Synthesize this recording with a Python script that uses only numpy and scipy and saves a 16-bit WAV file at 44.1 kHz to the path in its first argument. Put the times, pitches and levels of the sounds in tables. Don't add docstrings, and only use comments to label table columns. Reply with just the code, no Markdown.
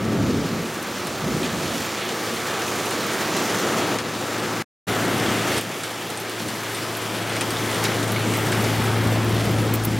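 import sys
import numpy as np
from scipy import signal
from scipy.fft import rfft, irfft, next_fast_len
from scipy.io import wavfile
from scipy.ndimage import uniform_filter1d

SR = 44100
rng = np.random.default_rng(int(sys.argv[2]) if len(sys.argv) > 2 else 0)


def unload_audio(sound):
    columns = np.transpose(np.atleast_2d(sound))
    steps = np.round(np.clip(columns, -1, 1) * 32767)
    wavfile.write(sys.argv[1], SR, steps.astype(np.int16))


N = 440559
MOVE_S = 4.75
T = np.arange(N) / SR
SECOND = T > MOVE_S
MS = np.int32(1000 * T)


def rain(roar_db, spray_db, runoff_db, pan_db):
    # centre_hz, first_standpoint_db, second_standpoint_db
    rain_colour = [(160, -9.5, -21), (244, -4, -5), (329, 5.5, 5), (484, 2.5, 0), (720, 1.5, 0.5),
                   (1036, -1, -3), (1300, -0.5, -2.5), (1970, -3.5, -4.5), (2700, -6, -8.5),
                   (3480, -6.5, -9), (4090, -7, -13.5), (6500, -8.5, -17), (9000, -15.5, -20.5),
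                   (12000, -17.5, -22), (16000, -22, -29.5)]
    fine = spatter(900, 3.4, 0.00024)
    coarse = spatter(60, 2.9, 0.013)
    drips = spatter(40, 1.5, 0.012)
    sheet = walk(4.5)
    out = 0
    centres = 160 * 2 ** np.arange(0, 6.8, 1 / 3)
    for hz, pair in bands(rng.standard_normal((2, N)), centres):
        near = np.clip(np.log2(hz / 900) / 3.3, 0, 1)
        runoff = np.exp(-(np.log2(hz / 2800) / 0.6) ** 2)
        treble = np.clip(np.log2(hz / 2800) / 0.76, 0, 1)
        near_power = near * (0.25 * fine ** 2 + 0.22 * coarse ** 2)
        drip_power = 0.25 * runoff * (drips ** 2 - .5)
        grain = np.sqrt(1 - 0.38 * near + near_power + drip_power)
        colour_db = np.float32(np.where(SECOND, at(rain_colour, hz, column=2), at(rain_colour, hz)))
        db = colour_db + treble * spray_db + runoff * runoff_db
        db = db + .8 * near * sheet + 0.85 * walk(12)
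        out = out + undb(db) * np.float32(grain) * spread(pair, hz) * lean(pan_db, hz)
    return out * undb(roar_db + 16.0)


def spatter(per_s, scatter_db, tail_s):
    size_db = scatter_db * np.minimum(rng.exponential(size=N), 3)
    blows = (rng.random(N) < per_s / SR) * undb(size_db)
    power = signal.lfilter([1], [1, -np.exp(-1 / (tail_s * SR))], blows ** 2)
    return unit(power ** .5)


def dips():
    # start_s, depth_db
    sudden_dips = [(-.03, 10.5), (3.96, 6.5), (5.585, 8)]
    fall_s, creep_db_per_s = 0.022, 2.5
    out = 0
    for s, depth_db in sudden_dips:
        left_db = np.maximum(depth_db - creep_db_per_s * (T - s), 0)
        left_db = left_db * np.clip((T - s) / fall_s, 0, 1)
        out = out - left_db * (SECOND == (s > MOVE_S))
    return np.float32(out)


def wind(rumble_db, deep_db):
    # centre_hz, level_db
    rumble_colour = [(30, -46.5), (50, -24.5), (80, -13.5), (130, -4), (200, 0.5), (330, -3.5),
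                     (480, -11.5), (800, -24.5)]
    out, puffs = 0, walk(14)
    centres = 31 * 2 ** np.arange(0, 4.8, 1 / 3)
    for hz, pair in bands(rng.standard_normal((2, N)), centres):
        deep = np.clip(np.log2(140 / hz) / 1.3, 0, 1)
        db = at(rumble_colour, hz) + deep * deep_db + 1.1 * puffs + walk(9)
        out = out + undb(db) * spread(pair, hz)
    return out * undb(rumble_db + 22)


def gusts(steady_db):
    # start_s, hold_s, rumble_db
    gust_rows = [(0, 0.13, -17.5), (0.164, 0.14, -14), (0.48, 0.041, -19), (1.2, 0.11, -20.5),
                 (1.48, 0.21, -27.5), (6.38, .03, -28.5), (9.044, 0.28, -34)]
    rise_s, fall_s = 0.047, 0.2
    power = undb(steady_db) ** 2
    for s, hold_s, db in gust_rows:
        rise = (T - s) / rise_s
        fall = 1 - (T - s - rise_s - hold_s) / fall_s
        shape = np.clip(np.minimum(rise, fall), 0, 1)
        power = power + (undb(db) * shape) ** 2
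    return np.float32(10 * np.log10(power))


def drops(dip_db):
    # start_s, tick_peak_db (before panning), centre_hz, width_hz
    big_drops = [(.827, -23, 10000, 9000), (1.07, -21, 10000, 6000), (2.09, -24, 6500, 5000),
                 (2.36, -25, 10000, 8000), (2.860, -22, 11000, 7000), (2.909, -17.5, 9000, 5000),
                 (3.066, -23, 12500, 5000), (3.134, -21, 8500, 5000), (3.366, -16, 9000, 8000),
                 (3.986, -19, 7250, 5000), (5.577, -23, 8700, 1300), (5.611, -20, 11000, 8000),
                 (5.835, -20.5, 8140, 3000), (6.102, -22, 8500, 7000), (6.173, -24, 8600, 1300),
                 (6.20, -25, 12000, 5000), (6.296, -22, 10000, 7000), (6.397, -24, 6500, 5000),
                 (6.485, -22, 8500, 3000), (6.747, -22, 8700, 1500), (6.970, -22, 12000, 5000),
                 (7.294, -26, 8740, 900), (7.365, -24, 9000, 1500), (7.410, -16, 9000, 2500),
                 (7.505, -20, 9100, 2000), (7.713, -23, 8000, 4000), (7.746, -20.5, 8700, 900),
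                 (7.840, -16.5, 8050, 6000), (8.028, -22.5, 7300, 4500), (8.079, -25, 8000, 3000),
                 (8.120, -18, 12000, 7000), (8.337, -21.5, 7600, 3000), (8.371, -18, 13000, 6000),
                 (8.467, -22, 7900, 3000), (8.520, -18.5, 8150, 2500), (8.641, -22, 8000, 6000),
                 (8.876, -26, 13500, 4000), (9.245, -29, 14500, 3000), (9.395, -30, 9000, 2000),
                 (9.512, -27, 13500, 4000)]
    usual_hz, usual_splash_db, splash_db_per_khz = 8700, -10, -2
    pan_spread_db = 3.5
    out, t = np.zeros((2, N + SR)), np.arange(SR // 12) / SR
    rows = list(big_drops) + small_drops(dip_db)
    crack, wash = rng.standard_normal((len(rows), 2, len(t))).swapaxes(0, 1)
    wash = unit(band(band(wash, 3300, 4500), 3300, 4500))
    wash = wash * np.exp(-t / 0.017) * np.minimum(t / .001, 1)
    sides = rng.standard_normal(len(rows))
    for (s, db, hz, width), noise, splash, side in zip(rows, crack, wash, sides):
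        splash_db = usual_splash_db + splash_db_per_khz * (hz - usual_hz) / 1000
        burst = noise * (np.exp(-t / 0.00092) + 0.27 * np.exp(-t / 0.016))
        tick = band(band(burst, hz, width), hz, width)
        gain = undb(db + pan_spread_db * side * np.array([[.5], [-.5]]))
        sound = tick / abs(tick).max() + undb(splash_db) * splash
        out[:, int(s * SR):][:, :len(t)] += gain * sound
    return out[:, :N]


def small_drops(dip_db):
    place, size, pitch, width = rng.random((150, 4)).T
    s = place * N / SR
    db = -28.5 + 3 * (2 * size ** 2 - 1)
    hz = 10500 + 3500 * (2 * pitch - 1)
    return list(zip(s, db + np.interp(s, T, dip_db), hz, 6000 * (.3 + width)))


def plops():
    # start_s, level_db (before roughness and decay), starting_pitch_hz
    puddle_drips = [(1.4295, -22, 3060), (1.4370, -24, 2430), (5.2609, -22, 3240), (7.3638, -21, 2140),
                    (7.4095, -19, 2400), (7.5682, -22, 3570), (7.8492, -16, 3670), (7.851, -22, 4660),
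                    (8.1604, -18, 2130), (8.3444, -22, 2000), (8.5245, -19, 2170)]
    out, t = np.zeros(N + SR), np.arange(SR // 20) / SR
    noises = rng.standard_normal((len(puddle_drips), len(t)))
    for (s, db, hz), noise in zip(puddle_drips, noises):
        rough = 0.7 + 0.66 * unit(uniform_filter1d(noise, size=16))
        envelope = np.exp(-t / 0.0081) * np.minimum(t / 0.001, 1)
        bubble = np.sin(2 * np.pi * hz * t * (1 + 2.6 * t)) * envelope
        out[int(s * SR):][:len(t)] += undb(db) * rough * bubble
    return out[:N]


def jingle():
    # pitch_hz, level_db (at a knock of the same pitch), t60_s
    metal_modes = [(7900, -10, .02), (10200, -9, 0.028), (11100, -8, 0.016), (12000, -5, 0.021),
                   (12800, -14, 0.016), (15000, -7, .02), (15200, -8, .03)]
    # start_s, ringing_peak_db, favoured_pitch_hz
    knocks = [(9.7365, -16.5, 11700), (9.747, -25, 12900), (9.754, -24, 15000), (9.835, -27, 10200),
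              (9.848, -15.5, 13000)]
    rattle_s, favour_db_per_khz = 0.0083, 4
    out, t = np.zeros(N + SR), np.arange(SR // 10) / SR
    noises = rng.standard_normal((len(knocks), len(t)))
    for (s, db, pitch_hz), noise in zip(knocks, noises):
        rattle = noise * np.sin(np.pi * np.minimum(t / rattle_s, 1) ** .5)
        rings = 0
        for hz, mode_db, t60 in metal_modes:
            far_khz = abs(hz - pitch_hz) / 1000
            rings = rings + undb(mode_db - favour_db_per_khz * far_khz) * ring(rattle, hz, t60)
        sound = rings / abs(rings).max() + .25 * band(rattle, 9500, 11000)
        out[int(s * SR):][:len(t)] += undb(db) * sound
    return out[:N]


def generator(firing_db, roar_db):
    # multiple, first_standpoint_db, second_standpoint_db
    orders = [(3, -18, -22), (5, -20, -16), (6, -10.5, -13), (8, -4.5, -17), (13, -4.5, -7), (15, -14, -17),
              (17, -8, -12), (18, -9, -14), (42, -6, -30), (46, -8, -17), (47, -14.5, -14), (48, -9.5, -21)]
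    cycle_hz, firings = 27.675, 4
    speed = 1 + 0.000618 * np.float64(walk(2.017))
    phase = 2 * np.pi * np.cumsum(cycle_hz * speed) / SR
    out = undb(firing_db + 0.43 * walk(12)) * np.sin(firings * phase)
    exhaust_db = (firing_db + roar_db) / 2
    casing_db = 0.72 * roar_db - 12.5
    for k, first_db, second_db in orders:
        carry_db = exhaust_db if k < 9 else casing_db
        db = carry_db + np.where(SECOND, second_db, first_db) + 0.8 * walk(4.4)
        out = out + undb(db) * np.sin(round(k) * phase + 2 * np.pi * rng.random())
    return np.sqrt(2) * out


def whine():
    line_hz, line_db = 15625, -68
    return np.sqrt(2) * undb(line_db) * np.sin(2 * np.pi * line_hz * T)


def lean(pan_db, hz):
    share = np.clip(1.3 - np.log2(hz / 500) / 3.3, .2, 1)
    gain = undb(share * pan_db / 2)
    return np.array([gain, 1 / gain])


def spread(pair, hz):
    # centre_hz, first_standpoint_db, second_standpoint_db
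    side_over_mid = [(40, 1, -18), (200, -24.5, -24), (700, -23, -17), (2400, -49.5, -27.5),
                     (4400, -43, -32.5), (7000, -4, -5.5), (11000, -24, -24.5), (15000, -44.5, -53)]
    side_gain = np.where(SECOND, undb(at(side_over_mid, hz, column=2)), undb(at(side_over_mid, hz)))
    side = side_gain * pair[1]
    return np.array([pair[0] + side, pair[0] - side])


def undb(db):
    return np.exp(np.float32(np.asarray(db) * np.log(10) / 20))


def curves(tables):
    s, *columns = np.transpose(np.concatenate(tables))
    return [np.float32(np.interp(T, s, c)) for c in columns]


def at(table, hz, column=1):
    table = np.array(table, float)
    return np.interp(np.log(hz), np.log(table[:, 0]), table[:, column])


def walk(rate):
    k, size = int(1000 / rate), 1000 * N // SR + 1
    steps = np.repeat(rng.standard_normal(size // k + 1), k)
    smooth = uniform_filter1d(uniform_filter1d(steps, k), k)
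    return np.float32(1.3 * smooth)[MS]


def bands(x, centres):
    size = next_fast_len(N, True)
    spectrum = rfft(np.float32(x), size)
    octave = np.log2(np.arange(1, size // 2 + 2) * SR / size)
    for hz in centres:
        away = octave - np.log2(hz)
        inside = abs(away) < 1 / 3
        part = np.zeros_like(spectrum)
        part[:, inside] = spectrum[:, inside] * np.cos(3 * np.pi / 2 * away[inside]) ** 2
        yield hz, irfft(part, size)[..., :N]


def unit(x):
    return x / np.sqrt(np.mean(x ** 2))


def ring(x, hz, t60):
    p = np.exp(2j * np.pi * hz / SR - np.log(1000) / (t60 * SR))
    return signal.lfilter([1], [1, -p], x).imag


def band(x, hz, width):
    edges = [hz - width / 2, min(hz + width / 2, .45 * SR)]
    return signal.sosfilt(signal.butter(1, edges, "band", fs=SR, output="sos"), x)


def scene():
    # time_s, rain_roar_db, steady_wind_rumble_db
    weather = [
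        [(0, -26, -20.5), (.75, -29, -29.5), (1.3, -29, -24), (1.9, -30, -33.5), (2.5, -30, -33.5),
         (3.3, -29.5, -33), (3.96, -29, -30), (4.62, -29, -28)],
        [(4.88, -29, -31), (5.57, -29.5, -29), (6.0, -29.5, -34), (6.35, -30, -39), (6.9, -30, -34.5),
         (7.6, -28.5, -30), (7.85, -26.5, -29.5), (8.1, -29.5, -29.5), (8.7, -29.5, -28.5), (9.7, -32.5, -27),
         (9.8, -35, -30.5), (9.99, -35.5, -27.5)],
    ]
    # time_s, firing_tone_db, left_minus_right_db, extra_deep_wind_db,
    # extra_spray_treble_db, extra_runoff_db (near 3 kHz)
    drone_and_tone = [
        [(0.0, -32.5, 0.5, 8, -4.5, -2), (1.07, -53, -1, 4, -1.5, 0.2), (1.34, -42, -0.5, 5, -0.5, 0.5),
         (1.85, -46.5, -1.5, 6.5, -1.5, 0.5), (2.1, -46.5, 0, -3, -2, -0.5), (3.1, -44.5, -1.3, -2, -2, -1),
         (3.9, -42.5, 0.8, -4, -4, -1.5), (4.62, -39, 1, -8, -4, -1)],
        [(4.88, -33, 1, 7, 1, -1.5), (5.48, -34, 1, 2, 2, 2), (5.77, -49, 0.5, -1, 4, 1.5),
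         (7.8, -31.5, 1.7, 2, 1, -0.5), (9.19, -22.5, 1.5, 15, -0.5, -1.05), (9.99, -25.5, 1.5, 14, 2, -0.5)],
    ]
    rain_db, steady_db = curves(weather)
    firing_db, pan_db, deep_db, spray_db, runoff_db = curves(drone_and_tone)
    dip_db = dips()
    roar_db = rain_db + dip_db
    rumble_db = gusts(steady_db) + dip_db
    low = wind(rumble_db, deep_db) + generator(firing_db, roar_db)
    downpour = rain(roar_db, spray_db, runoff_db, pan_db)
    return downpour + lean(pan_db, 150) * low + drops(dip_db) + plops() + jingle()


def record(dry):
    off_s, back_s, fade_in_s = 4.6238, 4.868, .015
    tail_db, tail_s = -19, .023
    dying = undb(tail_db) * np.clip(1 - (T - off_s) / tail_s, 0, 1)
    first = np.where(T < off_s, 1, dying)
    gain = np.where(SECOND, np.clip((T - back_s) / fade_in_s, 0, 1), first)
    top_cut = signal.ellip(10, .2, 80, 15900, fs=SR, output="sos")
    return signal.sosfilt(top_cut, (dry + whine()) * gain)


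dry = scene()
out = record(dry)
unload_audio(out)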